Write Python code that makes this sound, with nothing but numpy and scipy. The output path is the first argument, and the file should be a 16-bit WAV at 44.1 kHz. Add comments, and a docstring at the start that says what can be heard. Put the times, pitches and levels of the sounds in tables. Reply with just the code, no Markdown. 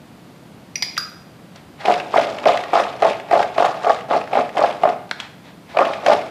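"""Tossing potato cubes in a bowl

In a kitchen a spoon is put down with three clinks. Raw potato cubes are tossed in a plastic bowl and
land twelve times: their impacts drive the bowl's damped modes, and their wet faces patter. The bowl
clacks onto the stone counter, is gripped again and is tossed twice more, over a murmur of machines."""
import sys
import numpy as np
from scipy import signal
from scipy.fft import rfft, irfft
from scipy.io import wavfile
from scipy.ndimage import uniform_filter1d, minimum_filter1d

SR = 44100
rng = np.random.default_rng(int(sys.argv[2]) if len(sys.argv) > 2 else 0)


def materialize(psi):
    """Save the field psi as 16-bit PCM at rate SR to the path in sys.argv[1].

    A 1-D psi becomes a single channel; in a 2-D psi each row is a channel.
    """
    bounded = np.clip(np.atleast_2d(psi).T, -1, 1)
    quanta = np.round(bounded * 32767).astype(np.int16)
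    wavfile.write(sys.argv[1], SR, quanta)


N = 277874
TIME, BLOW_TIME = np.arange(N) / SR, np.arange(SR // 5) / SR

# Landings of the heap. Each row: start, length and delay of the bulk in seconds; levels in dB of the
# clumps, drumming, patter, later tumbling and first smack; brightening on bare plastic in dB per octave.
LANDINGS = [(1.856, .049, 0.015, -5, -16, -28.5, -34, -12.5, -5),
            (2.14, 0.041, 0.029, 0, -13, -26, -29, -33, -6),
            (2.456, 0.028, 0.0025, -2.5, -9.5, -24, -33.5, -12, -1),
            (2.733, 0.062, 0.027, -1, -17, -27, -32.5, -13.5, 12.5),
            (3.022, .048, .012, -1.5, -13, -29.5, -39.5, -12.5, -6.5),
            (3.311, .082, .024, -.5, -14.5, -31.5, -37.5, -16, -4),
            (3.58, 0.064, 0.051, 2, -15, -28.5, -34.5, -12.5, 5.5),
            (3.845, 0.049, 0.043, -0.5, -15.5, -28.5, -50, -20, 12),
            (4.109, 0.049, 0.026, -4.5, -14, -32.5, -55, -22, 2.5),
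            (4.332, .058, 0.031, -2, -14, -33, -56, -16.5, -8),
            (4.57, 0.066, 0.039, -0.5, -15.5, -32, -33.5, -17, -3),
            (4.834, 0.038, .023, -1.5, -13, -36.5, -59, -16.5, -1.5),
            (5.771, 0.038, 0.023, 1.5, -12, -34.5, -31.5, -13, 9.5),
            (6.063, 0.051, 0.026, 1, -10, -27, -35, -6, -1)]
# The loaded bowl. Each row: mode frequency in Hz, level in dB, 60 dB decay time in seconds.
BOWL_MODES = [(150, -35.5, 0.1), (259, -24, 0.058), (434, -13.5, 0.063), (498, -19.5, 0.081),
              (592, -7, 0.082), (663.7, -1.5, 0.067), (716, 7, 0.027), (815.3, -7.5, 0.083),
              (864, -11, 0.081), (1117, -2.5, 0.026), (1204, -14, 0.023)]
# Wet flesh against flesh and plastic. Each row: frequency in Hz, relative spectral density in dB.
PATTER_SPECTRUM = [(100, -9.5), (300, 1), (800, 8.5), (1300, -2), (2000, 4), (2700, -2.5), (4000, -3.5),
                   (5200, -13.5), (7000, -20.5), (10000, -28.5), (15000, -102)]
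# Stray cubes that hit the wall. Each row: start in seconds, level in dB.
STRAY_SMACKS = [(1.9401, -12.5), (1.9996, -17), (2.175, -11), (2.385, -18.5), (2.573, -12), (2.6374, -16.5),
                (3.033, -8), (3.1994, -19.5), (3.4276, -13), (4.0083, -26), (5.7873, -9), (5.8533, -13.5),
                (5.9345, -18)]
# The bowl knocks on the counter. Each row: start in seconds, level in dB, contact pitch in Hz.
BOWL_CLACKS = [(1.559, -27.5, 3600), (5.093, -30, 2400), (5.112, -5, 1120), (5.2011, -11.5, 2700)]
# The bowl's stiff foot. Each row: mode frequency in Hz, level in dB, 60 dB decay time in seconds.
FOOT_MODES = [(900, 0, .014), (1550, 0, .013), (2050, -8, .01), (3300, 1, .007), (4150, 0, .007),
              (5600, -7, .005)]
# The bowl slides on the counter and in the hands. Each row: start and length in seconds, level in dB.
BOWL_SLIDES = [(1.555, 0.026, -46.5), (1.805, 0.0099, -33), (5.195, 0.056, -37), (5.451, 0.044, -45),
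               (5.696, 0.055, -40)]
# The spoon touches down. Each row: start in seconds, ring level in dB, favoured frequency in Hz,
# knock level in dB, knock pitch in Hz.
SPOON_CONTACTS = [(0.756, -13.5, 5600, -14.5, 2250), (0.8237, -9.5, 5050, -12, 2080),
                  (0.968, -53, 5000, -19, 1980), (0.9775, -10, 4440, -10, 1410)]
# The steel spoon. Each row: mode frequency in Hz, level in dB, 60 dB decay time in seconds.
SPOON_MODES = [(4690, -7, .035), (4795, -11, .27), (4900, 0, .03), (4956, -4, .08), (5100, -6, .025),
               (5650, -1, .035), (5820, 0, .032), (5975, -10, .035), (6690, -6, .015), (10520, -12, .08),
               (10820, -11, .08), (11700, -7, .06), (11950, -10, .04), (13260, -3, .06)]
# Reverberation of the kitchen. Each row: frequency in Hz, 60 dB decay time in seconds.
ROOM_DECAY = [(150, 1), (700, 0.51), (2000, 0.67), (5000, 0.49), (12000, 0.57)]
# The murmur of machines and air. 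Each row: frequency in Hz, relative spectral density in dB.
AIR_SPECTRUM = [(15, -37), (25, -33), (128, -4), (186, -1.5), (224, -4.5), (293, -6.5), (394, -13),
                (543, -13.5), (691, -14), (1000, -18.5), (1580, -23), (4870, -30.5), (5280, -34.5),
                (13800, -40.5), (15000, -44)]


def drumming(force):
    """Modal superposition: soft cubes set the bowl's modes ringing, and a few clumps hit much harder."""
    clicks = rms_one(collisions(per_s=520, spread_db=3.5)) * force
    clumps = falling_clumps()
    clicks *= airborne(clumps, lead_s=.015, dip_db=-14)
    ends = [start + length for start, length, *_ in LANDINGS]
    tilt_db = np.interp(TIME, ends, [row[-1] for row in LANDINGS])
    mode_hz, mode_db, mode_t60 = np.transpose(BOWL_MODES)
    out = np.zeros(N)
    for hz, db, t60 in BOWL_MODES:
        gain = from_db(db + tilt_db * np.log2(hz / np.median(mode_hz)))
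        out += gain * ring(vary_spot(clicks), hz, t60)
    click_energy = np.sum(from_db(mode_db) ** 2 * mode_t60) * SR / (4 * np.log(1000))
    out *= from_db(-2.5) / np.sqrt(click_energy)
    for start, db, hz in clumps:
        add(out, start, from_db(db) * thud(hz))
    # The drumming is a mid-pitched thudding, with little treble and little bass.
    return band(out, 324, 1730) + from_db(-17) * band(out, 139, 450)


def falling_clumps(gap_s=.02, fall_db_per_s=267, pitch_hz=695, spread_octaves=.081):
    """A heap delivers its momentum in an even run of clumps, heaviest where the bulk arrives."""
    clumps = []
    for start, length, bulk_s, db, *_ in LANDINGS:
        delays = np.linspace(0, length, 1 + round(length / gap_s))
        weights_db = -fall_db_per_s * np.abs(delays - bulk_s)
        weights_db[-1] = max(weights_db[-1], -5.5)   # the back of the heap drops from highest
        pitches = pitch_hz * 2 ** (spread_octaves * rng.standard_normal(8))
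        clumps += zip(start + delays, db + weights_db, pitches)
    return clumps


def airborne(clumps, lead_s, dip_db):
    """A clump in free fall exerts no force: the bigger it is, the deeper the hush before it lands."""
    gain = np.ones(N)
    for start, db, _ in clumps:
        gain[round((start - lead_s) * SR):round(start * SR)] = from_db(dip_db * from_db(db))
    return gain


def thud(hz, t60=.046, contact_s=.0011):
    """Damped oscillation: the bottom, loaded by a clump, swings briefly and feeds the free modes."""
    swing_hz = hz * from_db(.5 * rng.standard_normal())
    swing = np.sin(2 * np.pi * swing_hz * BLOW_TIME) * fading(t60)
    free = from_db(-4) * strike(BOWL_MODES, hz, focus_db=3.5, scatter_db=7)
    rough = from_db(-4) * crack(hz, t60=.085, width=.8, edge_db=-8)
    return peak_one((swing + free + rough) * (1 - np.exp(-BLOW_TIME / contact_s)))


def pattering(force, smack_hz=1940, spread_octaves=.12):
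    """Brief contacts have broad spectra: wet faces slap and part, and single cubes smack the wall."""
    clicks = rms_one(collisions(per_s=480, spread_db=1.5)) * force
    out, power = np.zeros(N), 0
    for low, hz, high in half_octaves():
        gain = from_db(at_hz(PATTER_SPECTRUM, hz))
        out += gain * band(squelch(vary_spot(clicks)), low, high)
        power += gain ** 2 * (high - low) / (SR / 2)
    out *= from_db(-1) / np.sqrt(power)
    for start, db in wall_smacks():
        hz = smack_hz * 2 ** (spread_octaves * rng.standard_normal())
        add(out, start, from_db(db) * crack(hz, t60=.026, width=.45, edge_db=-15))
    return out


def squelch(clicks, t60=.034):
    """Friction draws each wet contact out into a burst of noise whose power decays exponentially."""
    pole = from_db(-120 / (t60 * SR))
    power = signal.lfilter([1 - pole], [1, -pole], clicks ** 2 + 1e-18)
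    return np.sqrt(power) * rng.standard_normal(N)


def wall_smacks(count=2, scatter_s=.17, scatter_db=-16, fall_db_per_s=59):
    """Flight times differ: one cube hits the wall first, and scattered ones follow ever more weakly."""
    smacks = list(STRAY_SMACKS)
    for start, *_, first_db, _ in LANDINGS:
        smacks.append((start, first_db))
        for delay in scatter_s * rng.random(count):
            smacks.append((start + delay, scatter_db - fall_db_per_s * delay))
    return smacks


def agitation():
    """Independent impacts add in power: envelopes of blows on the bowl and, later, between cubes."""
    drum_power, patter_power = np.zeros(N), np.zeros(N)
    for start, length, _, _, drum_db, patter_db, tumble_db, *_ in LANDINGS:
        drum = from_db(drum_db) * swell(start, length, rise_s=.0085, fall_s=.025)
        patter = from_db(patter_db) * swell(start + .015, length, rise_s=.028, fall_s=.044)
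        tumble = from_db(tumble_db) * swell(start + .082, .045, rise_s=.013, fall_s=.12)
        drum_power += drum ** 2 + (from_db(2.5) * tumble) ** 2
        patter_power += patter ** 2 + (from_db(-5) * tumble) ** 2
    return np.sqrt(drum_power), np.sqrt(patter_power)


def collisions(per_s, spread_db):
    """Independent collisions form a Poisson process: clicks of uneven size and either sign."""
    sizes = from_db(spread_db * np.clip(rng.standard_normal(N), -2, 2))
    signs = rng.choice([-1, 1], N)
    return sizes * signs * (rng.random(N) < per_s / SR)


def vary_spot(clicks, scatter_db=5.5):
    """Coupling to a resonance depends on the spot struck, so each click gets a random strength."""
    out, hits = np.zeros(N), np.flatnonzero(clicks)
    out[hits] = clicks[hits] * from_db(scatter_db * rng.standard_normal(len(hits)))
    return out


def bowl_handling():
    """Sliding friction makes the bowl hiss, and impact on stone excites the modes of its stiff foot."""
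    rubbing = sum(from_db(db) * swell(start, length, rise_s=.0095, fall_s=.025)
                  for start, length, db in BOWL_SLIDES)
    out = rubbing * band(coloured_noise(PATTER_SPECTRUM), 660, 9900)
    for start, db, hz in BOWL_CLACKS:
        foot = strike(FOOT_MODES, hz, focus_db=7, scatter_db=1.5)
        contact = from_db(-.5) * crack(hz, t60=.038, width=.5, edge_db=3)
        add(out, start, from_db(db - 3.5) * (foot + contact))
    return band(out, 160, 12400)


def spoon():
    """An impact excites both bodies: steel ticks and rings high while the surface beneath it knocks."""
    out = np.zeros(N)
    for start, ring_db, favoured_hz, knock_db, knock_hz in SPOON_CONTACTS:
        steel = strike(SPOON_MODES, favoured_hz, focus_db=36, scatter_db=1)
        tick = from_db(-2.5) * crack(4270, t60=.015, width=.37, edge_db=-25)
        knock = crack(knock_hz, t60=.03, width=.18, edge_db=-12)
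        add(out, start, from_db(ring_db) * (steel + tick) + from_db(knock_db) * knock)
    return band(out, 300, 10600)


def strike(modes, favoured_hz, focus_db, scatter_db):
    """Free vibration after a blow: modes near one pitch are favoured, and neighbours swing opposed."""
    hz, db, t60 = np.transpose(modes)[:, :, None]
    octaves_off = np.minimum(np.abs(np.log2(hz / favoured_hz)), .5)
    db = db - focus_db * octaves_off + scatter_db * rng.standard_normal(hz.shape)
    signs = (-1) ** np.arange(len(modes))
    return peak_one(signs @ (from_db(db) * fading(t60) * np.sin(2 * np.pi * hz * BLOW_TIME)))


def crack(hz, t60, width, edge_db):
    """A rough contact radiates a noise burst around one pitch, with an edge that dies twice as fast."""
    burst = rng.standard_normal(len(BLOW_TIME)) * fading(t60)
    body = band(burst, hz / (1 + width), hz * (1 + width))
    edge = band(burst * fading(t60), hz / 2.75, 2650)
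    return peak_one(body + from_db(edge_db) * edge)


def ring(clicks, hz, t60):
    """A damped resonator answers each click with a decaying sine."""
    radius, angle = from_db(-60 / (t60 * SR)), 2 * np.pi * hz / SR
    feedback = [1, -2 * radius * np.cos(angle), radius ** 2]
    return signal.lfilter([0, np.sin(angle)], feedback, clicks + 1e-18)


def kitchen(sound, build_s=.0044):
    """Reverberation: dense reflections from hard walls die away at a different rate in each band."""
    t = np.arange(SR) / SR
    tail = sum(band(rng.standard_normal(SR), low, high) * from_db(-60 * t / at_hz(ROOM_DECAY, hz))
               for low, hz, high in half_octaves())
    tail *= np.clip(t / build_s, 0, 1)
    return signal.fftconvolve(sound, tail / np.sqrt(np.sum(tail ** 2)))[:N]


def coloured_noise(spectrum):
    """Spectral shaping turns white noise into a steady murmur or hiss of rms 1."""
    gain = from_db(at_hz(spectrum, np.fft.rfftfreq(N, 1 / SR)))
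    return rms_one(irfft(rfft(rng.standard_normal(N)) * gain, N))


def swell(start, length, rise_s, fall_s):
    """An envelope that grows exponentially up to its start, holds for its length and decays."""
    return np.exp(np.minimum(TIME - start, 0) / rise_s - np.maximum(TIME - start - length, 0) / fall_s)


def fading(t60):
    """Exponential decay over one blow, by 60 dB in t60 seconds."""
    return from_db(-60 * BLOW_TIME / t60)


def band(x, low, high):
    """A causal band-pass filter with edges in Hz."""
    sections = signal.butter(2, [low, min(high, .45 * SR)], "band", fs=SR, output="sos")
    return signal.sosfilt(sections, x + 1e-18)


def half_octaves():
    """Lower edge, centre and upper edge in Hz of bands about half an octave wide."""
    edges = np.geomspace(80, 16000, 16)
    return zip(edges, np.sqrt(edges[1:] * edges[:-1]), edges[1:])


def at_hz(points, hz):
    """Interpolation on a logarithmic frequency axis."""
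    table_hz, values = np.transpose(points)
    return np.interp(np.log(np.maximum(hz, 1)), np.log(table_hz), values)


def add(track, start_s, sound):
    """Superposition of a sound on the track."""
    start = max(round(start_s * SR), 0)
    track[start:start + len(sound)] += sound[:N - start]


def from_db(db):
    """Decibels as an amplitude ratio."""
    return 10 ** (np.asarray(db) / 20)


def rms_one(x):
    """Normalisation to rms 1."""
    return x / np.sqrt(np.mean(x ** 2) + 1e-20)


def peak_one(x):
    """Normalisation to peak 1."""
    return x / (np.abs(x).max() + 1e-20)


def scene():
    """Direct and reflected sound add: the bowl is close, the spoon further off and more reverberant."""
    drum_force, patter_force = agitation()
    potatoes = drumming(drum_force) + pattering(patter_force)
    clinks, handling = spoon(), bowl_handling()
    room = kitchen(from_db(-11) * potatoes + from_db(-6.5) * clinks + from_db(-10) * handling)
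    air = from_db(-43) * coloured_noise(AIR_SPECTRUM)
    return (potatoes + clinks + handling + room + air)[None]


def record(dry, ceiling=.93, cutoff_hz=14800):
    """Peak limiting: the gain dips briefly at the highest peaks, then a low-pass cuts the top treble."""
    window = SR // 300
    allowed = np.minimum(1, ceiling / (np.abs(dry) + 1e-9))
    gain = uniform_filter1d(minimum_filter1d(allowed, window), window)
    return signal.sosfilt(signal.ellip(10, .1, 80, cutoff_hz, fs=SR, output="sos"), dry * gain)


dry = scene()
out = record(dry)
materialize(out)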